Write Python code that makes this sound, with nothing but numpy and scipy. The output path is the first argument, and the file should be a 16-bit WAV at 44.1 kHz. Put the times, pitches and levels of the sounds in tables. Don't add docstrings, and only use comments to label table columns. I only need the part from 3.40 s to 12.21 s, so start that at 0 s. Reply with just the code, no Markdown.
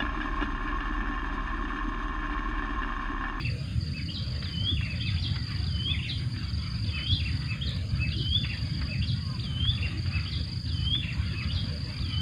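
import sys
import numpy as np
from scipy import signal
from scipy.fft import rfft, irfft, next_fast_len
from scipy.io import wavfile
from scipy.ndimage import uniform_filter1d, map_coordinates

SR = 44100
rng = np.random.default_rng(int(sys.argv[2]) if len(sys.argv) > 2 else 0)


def waveform_to_disk(signal):
    frames = np.transpose(np.atleast_2d(signal))
    scaled = np.clip(frames, -1, 1) * 32767
    samples = np.round(scaled).astype(np.int16)
    wavfile.write(sys.argv[1], SR, samples)


N = 388521


def amp(db):
    return 10 ** (np.asarray(db) / 20)


def unit(x):
    return x / np.sqrt(np.mean(x ** 2) + 1e-20)


def add(track, start_s, sound):
    start = round(start_s * SR)
    sound = sound[max(0, -start):]
    place = track[max(0, start):][:len(sound)]
    place += sound[:len(place)]


def level(rows):
    time_s, db = np.transpose(rows)
    return amp(np.interp(np.arange(N) / SR, time_s, db))


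def wobble(rate_hz, size):
    knots = rng.standard_normal(int(size * rate_hz / SR) + 4)
    return map_coordinates(knots, [np.arange(size) * rate_hz / SR])


def coloured(x, spectrum):
    size = next_fast_len(len(x) + 8192)
    hz, db = np.transpose(spectrum)
    bins_hz = np.fft.rfftfreq(size, 1 / SR)
    gain = amp(np.interp(np.log(bins_hz + 1), np.log(hz), db))
    return irfft(rfft(x, size) * gain, size)[:len(x)]


def rush(spectrum, patchy_db):
    z = signal.stft(rng.standard_normal(N), nperseg=1024)[2]
    field = uniform_filter1d(rng.standard_normal(z.shape), size=4, axis=0)
    field = uniform_filter1d(field, size=7, axis=1)
    patchy = signal.istft(z * amp(patchy_db * unit(field)), nperseg=1024)[1][:N]
    return unit(coloured(patchy, spectrum))


def glide(shape, pitch_ratio, stretch, waver):
    time_s, hz, db = np.transpose(shape)
    time_s = np.maximum.accumulate(time_s) * stretch
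    t = np.arange(int(time_s[-1] * SR)) / SR
    pitch_hz = uniform_filter1d(np.interp(t, time_s, hz), size=90)
    pitch_hz = pitch_hz * pitch_ratio * (1 + waver * wobble(148.1, len(t)))
    tone = np.sin(2 * np.pi * np.cumsum(pitch_hz) / SR)
    edges = signal.windows.tukey(len(t), 90 / len(t))
    return np.sqrt(2) * edges * amp(np.interp(t, time_s, db)) * tone


def outdoors(sound, wet_db, t60_s):
    t = np.arange(SR // 2) / SR
    tail = rng.standard_normal(len(t)) * amp(-60 * t / t60_s) * (1 - np.exp(-t / 0.0033))
    response = amp(wet_db) * tail / np.linalg.norm(tail)
    response[0] += 1
    return signal.fftconvolve(sound, response)


def sing(shape, notes, waver, wet_db, t60_s):
    track = np.zeros(N)
    for start_s, db, stretch in notes:
        note = glide(shape, 1 + .002 * rng.normal(), stretch, waver)
        note *= amp(2.14 * wobble(65.8, len(note)))
        add(track, start_s, amp(db) * outdoors(note, wet_db, t60_s))
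    return track


def ticks(events, spectrum, attack_s, t60_s):
    track, t = np.zeros(N), np.arange(SR // 8) / SR
    envelope = (1 - np.exp(-t / attack_s)) * amp(-60 * t / t60_s)
    for time_s, db in events:
        burst = coloured(rng.standard_normal(len(t)) * envelope, spectrum)
        add(track, time_s, amp(db) * burst / np.abs(burst).max())
    return track


def distance():
    # (time [s], level [dB])
    country = [(0.0, -57), (0.17, -59.5), (1.23, -57.5), (4.64, -57.5), (4.81, -61), (5.28, -55.5),
               (5.59, -60), (6.23, -58.5), (6.45, -55), (6.72, -53.5), (7.21, -59.5), (7.53, -59.5),
               (7.8, -55), (8.19, -54), (8.44, -59), (8.81, -54.5)]
    # (middle [s], length [s], level [dB])
    swells = [(.14, 0.14, -50), (0.917, 0.29, -56.5), (1.517, 0.26, -65), (4.417, 0.47, -57.5),
              (5.178, 0.25, -69), (6.54, 0.26, -55), (7.69, 0.16, -65), (8.227, 0.29, -55.5)]
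    # (frequency [Hz], relative level [dB])
    air = [(200, -35), (750, -6), (950, -4.5), (1100, 0.5), (1350, 1.5), (1700, 1), (2400, 2), (3400, 1.5),
           (4200, -4.5), (5000, -41), (5400, -41), (8000, -84)]
    drone = [(300, -29), (440, -4.5), (510, 0), (560, -3), (620, -1), (700, -18), (1000, -69)]
    lift_db, flutter_db, drone_floor_db = 8.5, 1.7, -62.5
    t = np.arange(N) / SR
    drone_gain = amp(drone_floor_db)
    for middle_s, length_s, db in swells:
        drone_gain = drone_gain + amp(db) * np.exp(-(2 * (t - middle_s) / length_s) ** 2)
    wash_gain = amp(lift_db + flutter_db * wobble(22, N)) * level(country)
    return wash_gain * rush(air, patchy_db=4.0) + drone_gain * rush(drone, patchy_db=4.5)


def wind():
    # (time [s], level [dB])
    breeze = [(0.0, -32.5), (4.39, -33), (4.69, -32), (7.31, -33.5), (7.65, -31.5), (8.81, -32.5)]
    # (middle [s], envelope peak [dB])
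    buffets = [(3.733, -13), (4.537, -18.5), (4.92, -20), (6.294, -16.5), (7.525, -18.5)]
    # (frequency [Hz], relative level [dB])
    rumble = [(20, -32.5), (32, -24), (50, -15), (72, 1.5), (92, 0.5), (125, -2), (200, -12.5),
              (300, -26.5), (400, -43), (700, -59.5), (1500, -100)]
    eddy = [(170, -37), (240, 2), (300, -2.5), (340, -6.5), (400, -16.5), (520, -49)]
    rumble_db, eddy_db = 2, -17
    eddies = amp(eddy_db) * rush(eddy, patchy_db=5)
    track = level(breeze) * (amp(rumble_db) * rush(rumble, patchy_db=1.2) + eddies)
    t = np.arange(-SR // 10, SR // 10) / SR
    for middle_s, db in buffets:
        push = np.exp(-(t / 0.0086) ** 2) * np.sin(2 * np.pi * (85 * t + rng.random()))
        add(track, middle_s + t[0], amp(db) * push)
    return track


def insects():
    # (stop [s], final level [dB])
    buzzes = [(.38, -70.5), (1.85, -72.5), (2.96, -67), (4.12, -67.5), (5.33, -70.5), (6.53, -69),
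              (7.62, -69), (8.77, -69)]
    # (frequency [Hz], relative level [dB])
    chorus = [(3800, -39), (4450, -6), (4720, 0), (4870, 1), (5020, -7), (5180, -20), (5600, -57)]
    hiss = [(4000, -32), (5200, -7.5), (5750, -16), (6200, 0.5), (6800, 1.5), (7350, -0.5), (7900, -12),
            (8400, -3.5), (8900, 1), (9250, -4), (9850, -17), (11000, -20), (15500, -22)]
    thin = [(8500, -45), (9100, -2), (9400, -2), (9600, -6), (9900, -37)]
    buzz_s, buzz_swell_db = 0.95, 6
    far_crickets = amp(-53.0 + 1.15 * wobble(45, N)) * rush(chorus, patchy_db=2.5)
    swell = amp(np.linspace(-buzz_swell_db, 0, int(buzz_s * SR)))
    buzz_gain = np.zeros(N)
    for stop_s, db in buzzes:
        add(buzz_gain, stop_s - buzz_s, amp(db) * swell)
    shrill = uniform_filter1d(buzz_gain, size=900) * rush(thin, patchy_db=0.0)
    return far_crickets + amp(-63.5) * rush(hiss, patchy_db=2.2) + shrill


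def handling():
    # (time [s], peak [dB])
    clicks = [(2.1176, -47), (4.2931, -36), (4.308, -38), (4.364, -41), (7.0454, -46), (7.817, -50)]
    # (time [s], peak [dB])
    taps = [(1.0244, -40.5), (1.054, -45.5), (1.409, -39), (1.9572, -40), (2.1125, -42), (2.419, -48),
            (2.9607, -44.5), (4.0173, -45), (5.0455, -38.5), (5.414, -41), (6.2505, -41.5), (6.6573, -45),
            (7.5478, -39.5)]
    # (frequency [Hz], relative level [dB])
    tackle = [(600, -8), (2000, 14), (4500, -15), (7500, 6), (9500, -6), (15000, -19)]
    tap = [(300, -16), (800, -10), (1400, 5), (2200, 3.5), (3400, -1.5), (4800, -18), (5400, -35),
           (12000, -69)]
    tap_lift_db = 9
    sharp = ticks(clicks, tackle, attack_s=.0003, t60_s=0.009)
    return sharp + amp(tap_lift_db) * ticks(taps, tap, attack_s=.0012, t60_s=0.065)


def mewing_bird():
    # (time [s], pitch [Hz], level [dB])
    mew = [(0, 1176, -18), (.05, 1140, -12), (.13, 1060, -5.5), (.22, 1000, -4)]
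    # (start [s], level [dB], length [ratio])
    mews = [(5.78, -48.5, 0.85)]
    return sing(mew, mews, waver=0.014, wet_db=-11, t60_s=0.49)


def chirp(pitch_ratio, stretch):
    start_hz, sag_hz, edge_db = 4878, 670, -17
    first_s, second_s, onset_gap_s = 0.01094, 0.0139, .012
    u = np.linspace(0, 1, 12)
    stroke = np.transpose([u, start_hz - sag_hz * u ** 2.23, edge_db * (2 * u - 1) ** 4])
    sound = np.zeros(SR // 20)
    add(sound, 0, glide(stroke, pitch_ratio, first_s * stretch, waver=0.012))
    add(sound, onset_gap_s * stretch, glide(stroke, pitch_ratio, second_s * stretch, waver=0.0071))
    return sound


def cricket():
    # (first chirp [s], chirps [count], steady gap [s], time lost in the slow start [s])
    runs = [(0.006, 3, 0.0453, 0.0), (0.408, 20, 0.0412, 0.044), (1.446, 24, 0.0403, 0.054),
            (2.693, 2, 0.0816, 0.0), (2.914, 25, 0.0408, 0.06), (3.996, 3, 0.0455, 0.0),
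            (4.346, 1, 0.06, 0.0), (4.489, 24, 0.0404, 0.076), (5.536, 12, 0.0461, -0.007),
            (6.293, 4, 0.057, 0.0), (6.574, 22, 0.0402, 0.019), (7.725, 1, 0.06, 0.0),
            (7.861, 23, 0.0406, 0.053)]
    warm_up_chirps = 6
    warm_db, cold_db, uneven_db = -40.5, -2, 0.33
    track = np.zeros(N)
    for start_s, count, gap_s, lost_s in runs:
        for k in range(int(count)):
            cold = max(0, 1 - k / warm_up_chirps) ** 2
            sound = chirp(1 - .012 * cold + .004 * rng.normal(), 1 + .1 * cold)
            effort_db = warm_db + cold_db * cold + uneven_db * wobble(70, len(sound))
            chirp_s = start_s + k * gap_s + lost_s * (1 - cold)
            add(track, chirp_s, amp(effort_db) * sound)
    return outdoors(track, wet_db=-10, t60_s=0.49)[:N]


def arching_birds():
    # (time [s], pitch [Hz], level [dB])
    arch = [(0, 1850, -16), (.015, 2480, -11), (.028, 2595, -4), (.057, 2600, 0), (.066, 2460, -2),
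            (.08, 2050, -5), (.095, 1800, -20)]
    rise = [(0, 2360, -19), (.012, 2885, -0.5), (.022, 3350, -5.5), (.032, 3620, -2)]
    fall = [(0, 5747, -21), (.014, 5250, -18), (.02, 4334, -4.5), (.03, 3920, -2.5), (.045, 3350, 0.5),
            (.06, 3195, -1.5), (.075, 3360, -45)]
    twit = [(0, 3000, -12), (.012, 3320, -2.5), (.022, 3650, -11), (.034, 4100, -40), (.056, 4700, -14),
            (.07, 3950, -7.5), (.085, 3550, -7), (.1, 3620, -16)]
    # (start [s], level [dB], arch length [ratio], arch to rise [s])
    arch_songs = [(0.526, -40, 0.97, 0.15), (1.617, -38.5, 0.95, .141), (2.479, -37.5, .91, 0.14),
                  (3.514, -37.5, 1, .139), (4.579, -39, 1, 0.13), (5.468, -39.5, 1.02, .14),
                  (6.709, -37, 1.01, .141), (7.942, -38, 0.98, 0.14)]
    # (start [s], level [dB], arch length [ratio])
    twit_songs = [(1.46, -39, 1.05), (4.07, -39.5, .8)]
    rise_db, fall_db, twit_db = -1.5, -4, 8
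    rise_to_fall_s, arch_to_twit_s, fall_stretch = .047, .14, .92
    arches, rises, falls, twits = [], [], [], []
    for start_s, db, stretch, after_s in arch_songs:
        rise_s = start_s + after_s
        arches.append((start_s, db, stretch))
        rises.append((rise_s, db + rise_db, 1))
        falls.append((rise_s + rise_to_fall_s, db + fall_db, fall_stretch))
    for start_s, db, stretch in twit_songs:
        arches.append((start_s, db, stretch))
        twits.append((start_s + arch_to_twit_s, db + twit_db, 1))
    track = sing(arch, arches, waver=.004, wet_db=-2.0, t60_s=0.3)
    track += sing(rise, rises, waver=0.065, wet_db=3, t60_s=0.17)
    track += sing(fall, falls, waver=.018, wet_db=6.5, t60_s=.34)
    return track + sing(twit, twits, waver=0.0215, wet_db=0, t60_s=0.38)


def whistling_bird():
    # (time [s], pitch [Hz], level [dB])
    whistle = [(0, 2290, -25), (.005, 3480, -12), (.012, 4663, -27), (.04, 3544, -16), (.075, 3120, -21.5),
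               (0.151, 3007, -14), (.225, 3180, -9), (.266, 3353, -2.5), (.287, 3538, -2.5),
               (.302, 3430, -30)]
    chip = [(0, 2950, -16), (.003, 2850, 0), (.011, 2600, -3), (.025, 2050, -14), (.033, 1600, -35)]
    chew = [(0, 1750, -18), (.011, 2350, -8), (.019, 2760, 0), (.026, 2720, 1), (.034, 2450, -6),
            (.046, 2150, -8), (.064, 1800, -12), (.074, 1600, -30)]
    # (start [s], level [dB], whistle length [ratio], pause before the chip [s])
    songs = [(-.34, -29, 0.97, 0.034), (1.02, -26.5, 1.033, 0.037), (2.237, -27, 0.99, 0.052),
             (3.442, -27, 1.03, .044), (4.686, -25.5, .99, .05), (5.993, -26, 1.09, .051),
             (7.259, -25.5, 1.065, 0.047), (8.586, -27, 1.12, .05)]
    answer_db, chip_to_chew_s = -10, 0.043
    whistles, chips, chews = [], [], []
    for start_s, db, stretch, pause_s in songs:
        chip_s = start_s + whistle[-1][0] * stretch + pause_s
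        hurry = 1 / stretch
        whistles.append((start_s, db, stretch))
        chips.append((chip_s, db + answer_db, hurry))
        chews.append((chip_s + chip_to_chew_s * hurry, db + answer_db, hurry))
    track = sing(whistle, whistles, waver=.004, wet_db=-6, t60_s=.42)
    track += sing(chip, chips, waver=0.0088, wet_db=-1.5, t60_s=0.25)
    return track + sing(chew, chews, waver=0.0093, wet_db=0, t60_s=0.26)


def scene():
    background = distance() + wind() + insects() + handling()
    birds = mewing_bird() + arching_birds() + whistling_bird()
    return (background + cricket() + birds)[None]


def record(dry):
    top_hz = 15500
    size = next_fast_len(N + 8192)
    keep = np.fft.rfftfreq(size, 1 / SR) < top_hz
    return irfft(rfft(dry, size) * keep, size)[:, :N]


dry = scene()
out = record(dry)
waveform_to_disk(out)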